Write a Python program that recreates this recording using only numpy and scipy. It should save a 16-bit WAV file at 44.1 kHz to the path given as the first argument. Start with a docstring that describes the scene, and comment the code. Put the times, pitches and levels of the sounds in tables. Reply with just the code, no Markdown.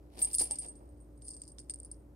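"""Feathers rustle and a tiny bell jingles as a cat toy is dragged off a mat. The toy knocks on the
floor, then jingles more lightly as it is swung in the air. A loose pellet strikes the bell's shell,
which rings at two high pitches, and rattles around between strikes. The clasp taps and rubs on the
bell. Behind it all is a small room with the low hum of a household motor."""
import sys
import numpy as np
from scipy import signal
from scipy.fft import rfft, irfft
from scipy.io import wavfile
from scipy.ndimage import uniform_filter1d

SR = 44100
rng = np.random.default_rng(int(sys.argv[2]) if len(sys.argv) > 2 else 0)


def to_wav(sig):
    """Store sig (one row per channel, or 1-D mono) as 16-bit WAV at the path in sys.argv[1].

    Samples outside -1..1 are clipped; the rate is SR.
    """
    pcm = np.clip(np.atleast_2d(sig), -1, 1) * 32767
    pcm = np.round(pcm).astype(np.int16)
    wavfile.write(sys.argv[1], SR, pcm.T)  # frames by channels


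N = 94815

RISE_S = 0.00036  # how quickly the shell starts to ring
# The shell's two tones. Each row: pitch in Hz, ring time as a multiple of the strike's,
# head start of the left ear in radians, relative level in the rattle in dB.
SHELL_TONES = [(8685, 0.92, -1.2, 23), (9727, 1.14, -0.43, -24.5)]
# The pellet hits the shell. Each row: start in seconds, low tone in dB, high tone in dB,
# click in dB, ring time in seconds (the time to fade by 60 dB).
STRIKES = [(0.191, -34, -48, -39, 0.034), (0.2183, -27, -52, -37.5, 0.26), (0.223, -18, -36, -49, 0.14),
           (0.247, -19, -32.5, -32, 0.055), (0.271, -40, -43.5, -67, 0.12),
           (0.3129, -39.5, -53, -39.5, 0.11), (0.3316, -28, -43, -39, 0.13), (0.3429, -23, -33, -28.5, .04),
           (0.3489, -18.5, -32, -31.5, .035), (0.3574, -46, -28.5, -47, 0.079),
           (0.3839, -20, -38, -27, 0.072), (0.3948, -21, -37, -24.5, 0.049),
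           (0.3987, -21.5, -23, -23.5, .03), (0.405, -22.5, -25, -31, 0.052),
           (0.413, -31, -26.5, -33, 0.033), (0.4163, -22, -31, -31, .06), (0.4314, -33, -35, -52, 0.19),
           (0.4549, -39.5, -40.5, -43.5, 0.12), (0.5102, -18, -29.5, -31.5, 0.016),
           (0.517, -27, -49, -37.5, 0.14), (0.5566, -38.5, -66, -37, 0.079),
           (0.5862, -29.5, -36.5, -43.5, 0.14), (0.6249, -43.5, -58, -55, 0.52),
           (0.6845, -37.5, -93, -49, 0.16), (0.755, -55, -83.5, -57.5, 0.29),
           (.8900, -64.5, -85.5, -69.5, 0.13), (1.003, -58, -85, -70, 0.22), (1.1759, -59, -87, -66, .08),
           (1.2209, -48.5, -81, -54, 0.11), (1.2434, -54.5, -53, -74, 0.75), (1.2823, -35, -60, -41, 0.041),
           (1.2901, -25.5, -33, -64, 0.0055), (1.3034, -39.5, -57, -57, 0.11),
           (1.3469, -45.5, -84, -58, 0.11), (1.3662, -41, -92, -49, 0.059),
           (1.4181, -28.5, -79, -42.5, 0.018), (1.4362, -49, -59, -47, 0.037),
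           (1.4777, -42.5, -52, -45.5, 0.062), (1.5190, -46, -83, -60, 0.049),
           (1.586, -42, -56, -54, 0.032), (1.5922, -37.5, -74, -42.5, 0.012),
           (1.5987, -40.5, -51, -44, 0.049), (1.6966, -28, -42.5, -38.5, 0.033),
           (1.7045, -27.5, -48, -39.5, 0.032), (1.7378, -37, -53, -46.5, 0.03),
           (1.7420, -33.5, -66, -52, 0.032), (1.7587, -40, -70, -55, 0.015),
           (1.7882, -38, -66, -67, 0.0066), (1.8008, -29.5, -54, -52.5, 0.014),
           (1.8315, -37, -64, -79, 0.018), (1.848, -41, -45.5, -52, 0.056), (1.9143, -32, -41, -47, 0.035)]


def bell():
    """Each strike rings both tones until the next one stops them; shorter rings stray more in pitch."""
    twin_gap_hz, twin_db = 90, -13  # the bell's slit adds a twin just below each tone, so the two beat
    stop_s = 0.002
    out = np.zeros((2, N))
    strays = rng.standard_normal((len(STRIKES), 2))
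    ends = [row[0] for row in STRIKES[1:]] + [N / SR]
    for (start, low_db, high_db, _, ring_s), end, stray_pair in zip(STRIKES, ends, strays):
        i = int(start * SR)
        age = np.arange(min(N - i, SR // 4)) / SR
        rise = 1 - np.exp(-age / RISE_S)
        stop = np.exp(-np.maximum(age - (end - start), 0) / stop_s)
        for (hz, stretch, lead, _), db, stray in zip(SHELL_TONES, (low_db, high_db), stray_pair):
            pitch_hz = hz + 0.28 * stray / ring_s
            phase = 2 * np.pi * pitch_hz * age + np.array([[lead], [0]])
            twin = amp(twin_db) * np.sin(phase + 2 * np.pi * (rng.random() - twin_gap_hz * age))
            level = amp(db) * rise * stop * fade(age, ring_s * stretch)
            out[:, i:i + len(age)] += level * (np.sin(phase) + twin)
    return out


# The tone of the pellet's click and of its clack. Each row: frequency in Hz, relative level in dB.
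CLICK_COLOUR = [(1500, -21), (3700, -14), (4900, -1), (6000, -10), (8500, 1), (10500, -12.5), (15000, -32)]
CLACK_COLOUR = [(1500, -39.5), (3800, -21), (4600, -4), (5100, 0), (5800, -11), (8000, -7), (11000, -32)]


def pellet_clicks():
    """Each strike also makes a sharp click of contact and a longer, hollow clack."""
    hits = [(start, db) for start, _, _, db, _ in STRIKES]
    click = bursts([(start, db, 0.00043) for start, db in hits]) * stereo_noise(likeness=0.22)
    clack = bursts([(start, db - 12.5, 0.0053) for start, db in hits]) * stereo_noise(likeness=0.11)
    return colour(click, CLICK_COLOUR) + pan(colour(clack, CLACK_COLOUR), left_db=4)


# The pellet rolls around in the shell. Each row: time in seconds, level in dB.
RATTLE_LEVELS = [(.1, -106), (.18, -58), (.24, -46), (.3, -56), (.33, -59.5), (.41, -35.5), (.45, -45.5),
                 (.52, -56.5), (.66, -53.5), (.75, -78), (1.2, -85.5), (1.225, -64.5), (1.305, -48),
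                 (1.405, -63.5), (1.44, -59.5), (1.49, -58.5), (1.56, -88), (1.6, -57.5), (1.68, -81),
                 (1.71, -53), (1.77, -76.5), (1.86, -62.5), (1.89, -84), (1.93, -64.5), (2.03, -96)]


def rattle():
    """Light touches of the rolling pellet keep the shell ringing; each one gives a small clack."""
    touches = contacts(per_second=1000, spread_db=6) * level_curve(RATTLE_LEVELS)
    age = np.arange(SR // 10) / SR
    tones = sum(amp(db) * np.sin(2 * np.pi * hz * age + np.array([[lead], [0]]))
                for hz, _, lead, db in SHELL_TONES)
    rise = 1 - np.exp(-age / RISE_S)
    ring = ring_through(touches[None], tones * rise * fade(age, ring_s=0.023))
    carry = np.exp(-2 / (0.0012 * SR))  # each clack dies away over about 1.2 ms
    clack_power = signal.lfilter([1 - carry], [1, -carry], touches ** 2 + 1e-18)
    clack = np.sqrt(clack_power) * rng.standard_normal((2, N))
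    return ring + amp(-10.5) * pan(colour(clack, CLACK_COLOUR), left_db=4)


# The tone of a clasp tap. Each row: frequency in Hz, relative level in dB.
TAP_COLOUR = [(1500, -12.5), (4200, 3.5), (6500, 0.5), (9500, -7.5), (14000, -29)]
# The clasp's taps. Each row: start in seconds, level in dB.
CLASP_TAPS = [(.191, -40.5), (0.2159, -38.5), (.3025, -52), (0.396, -36.5), (0.5103, -41), (.6258, -52),
              (1.2197, -57.5), (1.5845, -42.5), (1.6968, -40.5), (1.7068, -50.5)]


def clasp_taps():
    """The clasp makes dry taps, too short to ring."""
    taps = bursts([(start, db, 0.0011) for start, db in CLASP_TAPS]) * stereo_noise(likeness=0.17)
    return from_right(colour(taps, TAP_COLOUR))


# The bell rubs on the clasp. Each row: time in seconds, level in dB.
RUB_LEVELS = [(.13, -93), (.222, -39), (.28, -68), (.35, -43), (.375, -63), (.41, -38.5), (.46, -56.5),
              (.58, -100)]
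# The hardest metal-on-metal hits. Each row: start in seconds, level in dB.
SNAPS = [(.2248, -29.5), (.3494, -25), (.3568, -20), (.4334, -38.5), (1.4895, -50.5)]


def metal_rubbing():
    """Bell and clasp rub with a fine sizzle; the hardest contacts add a bright snap."""
    sizzle = contacts(per_second=2500, spread_db=10) * level_curve(RUB_LEVELS)
    snaps = bursts([(start, db, 0.00043) for start, db in SNAPS]) * stereo_noise(likeness=0.3)
    bright_band = signal.butter(2, (9150, 13750), "band", fs=SR, output="sos")
    return signal.sosfilt(bright_band, sizzle + snaps)


# The tone of the rustle. Each row: frequency in Hz, relative level in dB.
FEATHER_COLOUR = [(100, 15.5), (850, 15.5), (1250, -0.5), (2300, 2.5), (5000, 2.5), (7000, -9),
                  (11000, 0.5), (15500, -23.5)]
# Feathers and cord drag over the mat. Each row: time in seconds, level in dB.
DRAG_LEVELS = [(0, -81), (.1, -77), (.19, -49), (.25, -56.5), (.28, -55.5), (.32, -60.5), (.38, -68.5),
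               (.41, -46), (.445, -54.5), (.5, -61), (.52, -53), (.6, -71), (.65, -48.5), (.67, -69.5),
               (.92, -86)]


def feathers():
    """Feathers brush the mat in many tiny contacts that blur into a rustle."""
    left, right, shared = (contacts(per_second=1500, spread_db=8) for _ in range(3))
    crackle = unit(np.array([left, right]) + shared)
    return from_right(colour(crackle * level_curve(DRAG_LEVELS), FEATHER_COLOUR))


# The tone of a scuff on the floorboard. Each row: frequency in Hz, relative level in dB.
SCUFF_COLOUR = [(170, -12), (300, -0.5), (880, -5.5), (1200, -16.5), (4000, -48)]
# The tones of a thump. Each row: pitch in Hz, relative level in dB, ring time in seconds.
THUMP_TONES = [(310, -2, 0.1), (480, 0, .03), (573.5, 0, .035), (855, -3.5, .045)]
# The toy hits the floor. Each row: start in seconds, level in dB, scuff decay in seconds,
# hardness in dB per octave (a harder knock favours the higher tones).
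KNOCKS = [(0.4107, -40, 0.0049, 0.5), (0.508, -45.5, 0.0072, 11), (0.646, -55, 0.058, 9),
          (0.807, -59, 0.078, -1.5)]


def floor_knocks():
    """The toy bumps the floor with a noisy scuff and a short thump."""
    scuff = colour(bursts([row[:3] for row in KNOCKS]) * stereo_noise(likeness=1), SCUFF_COLOUR)
    thump = np.zeros(N)
    for start, db, _, hardness in KNOCKS:
        age = np.maximum(np.arange(N) / SR - start, 0)
        for hz, tone_db, ring_s in THUMP_TONES:
            level = amp(db + tone_db + hardness * np.log2(hz / 480))
            thump += level * np.sin(2 * np.pi * hz * age) * fade(age, ring_s)
    thump = signal.sosfilt(signal.butter(2, 240, "high", fs=SR, output="sos"), thump)
    return from_right(pan(scuff + thump, left_db=-3))


def room_echo(sound):
    """The nearby walls send back a short, blurred echo."""
    age = np.arange(SR // 2) / SR
    tail = stereo_noise(likeness=1)[:, :len(age)] * fade(age, ring_s=0.33) * (age > 0.0013)
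    return sound + amp(-19.5) * ring_through(sound, tail)


# The motor's tones. Each row: pitch in Hz, level in dB.
HUM_TONES = [(56.6, -55), (121.5, -70.5), (295.5, -64), (566, -73)]


def motor_hum():
    """A household motor hums, wavering slightly in loudness and pitch."""
    t = np.arange(N) / SR
    hum = np.zeros(N)
    for hz, db in HUM_TONES:
        level = amp(db) * np.sqrt(2) * (1 + 0.053 * wander(per_second=8.3))
        hum += level * np.sin(2 * np.pi * hz * t + 0.99 * wander(per_second=7.7))
    return from_right(np.array([hum, hum]))


# The tone of the room's noise. Each row: frequency in Hz, relative level in dB.
AIR_COLOUR = [(25, -34), (50, 0), (90, -2), (170, -11.5), (330, -8), (750, -24.5), (1400, -36.5),
              (3500, -51), (14000, -47), (16000, -61.5)]
# How wide that noise is. Each row: frequency in Hz, level in dB of the part that is opposite
# in the two ears, compared with the part they share.
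AIR_WIDTH = [(50, -19.5), (300, -13.5), (700, -1), (16000, -9.5)]


def room_noise():
    """A soft, low rush of noise fills the room."""
    hz = np.arange(N // 2 + 1) * SR / N
    width = amp(np.interp(hz, *np.array(AIR_WIDTH).T))
    opposite = irfft(rfft(rng.standard_normal(N)) * width, N) * np.array([[1], [-1]])
    return amp(-58) * colour(rng.standard_normal(N) + opposite, AIR_COLOUR)


def amp(db):
    """Turn decibels into a volume multiplier."""
    return 10 ** (np.asarray(db) / 20)


def unit(x):
    """Scale a signal to an average power of 1."""
    return x / np.sqrt(np.mean(x ** 2))


def fade(age, ring_s):
    """A fade that falls by 60 dB in ring_s seconds."""
    return np.exp(-np.log(1000) * age / ring_s)


def level_curve(points):
    """Volume over time, joining up (seconds, dB) points."""
    return amp(np.interp(np.arange(N) / SR, *np.array(points).T))


def colour(sound, points):
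    """Shape bass and treble through (Hz, dB) points; white noise keeps its overall power."""
    size = 4096
    hz, db = np.array(points).T
    log_hz = np.log(np.arange(size // 2 + 1) * SR / size + 1)
    gain = unit(amp(np.interp(log_hz, np.log(hz), db)))
    cepstrum = irfft(np.log(gain))
    cepstrum[1:size // 2] *= 2  # fold it forward in time, so nothing sounds before a hit
    cepstrum[size // 2 + 1:] = 0
    response = irfft(np.exp(rfft(cepstrum)))
    return signal.fftconvolve(np.atleast_2d(sound), response[None], axes=1)[:, :N]


def ring_through(sound, response):
    """Let every sample set off a stereo ring or echo, scaled to an energy of 1 per ear."""
    return signal.fftconvolve(sound, response / np.sqrt(np.sum(response ** 2) / 2), axes=1)[:, :N]


def wander(per_second):
    """A slow random drift with a typical size of 1."""
    hold = int(SR / per_second)
    steps = np.repeat(rng.standard_normal(N // hold + 1), hold)
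    return unit(uniform_filter1d(uniform_filter1d(steps, hold), hold)[:N])


def contacts(per_second, spread_db):
    """Tiny ticks at random moments and of uneven size."""
    ticks = (rng.random(N) < per_second / SR) * rng.choice([-1, 1], N)
    return unit(ticks * amp(spread_db * np.clip(rng.standard_normal(N), -2, 2)))


def bursts(rows):
    """Volume that jumps up and dies away. Each row: start in seconds, level in dB, decay in seconds."""
    power = np.zeros(N)
    for start, db, decay_s in rows:
        i = int(start * SR)
        age = np.arange(min(N - i, SR // 4)) / SR
        power[i:i + len(age)] += (amp(db) * np.exp(-age / decay_s)) ** 2
    return np.sqrt(power)


def stereo_noise(likeness):
    """Noise for both ears, from unrelated (likeness 0) to identical (likeness 1)."""
    shared = np.sqrt(likeness) * rng.standard_normal(N)
    return shared + np.sqrt(1 - likeness) * rng.standard_normal((2, N))


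def pan(sound, left_db):
    """Make the left side left_db louder than the right; a negative value favours the right."""
    return sound * amp(np.array([[left_db], [-left_db]]) / 2)


def from_right(sound):
    """Below the treble, sound from the right reaches the left ear a little late."""
    hz = np.arange(N // 2 + 1) * SR / N
    lag_s = 0.0004 * np.clip(2 - hz / 3500, 0, 1)
    left = irfft(rfft(sound[0]) * np.exp(-2j * np.pi * hz * lag_s), N)
    return np.array([left, sound[1]])


def scene():
    """The toy and its echo, over the room's hum and noise."""
    toy = bell() + pellet_clicks() + clasp_taps() + metal_rubbing() + rattle()
    toy += feathers() + floor_knocks()
    return room_echo(toy) + motor_hum() + room_noise()


def record(dry):
    """Cut the treble above 16000 Hz."""
    return signal.sosfilt(signal.ellip(8, .2, 70, 16000, fs=SR, output="sos"), dry)


dry = scene()
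out = record(dry)
to_wav(out)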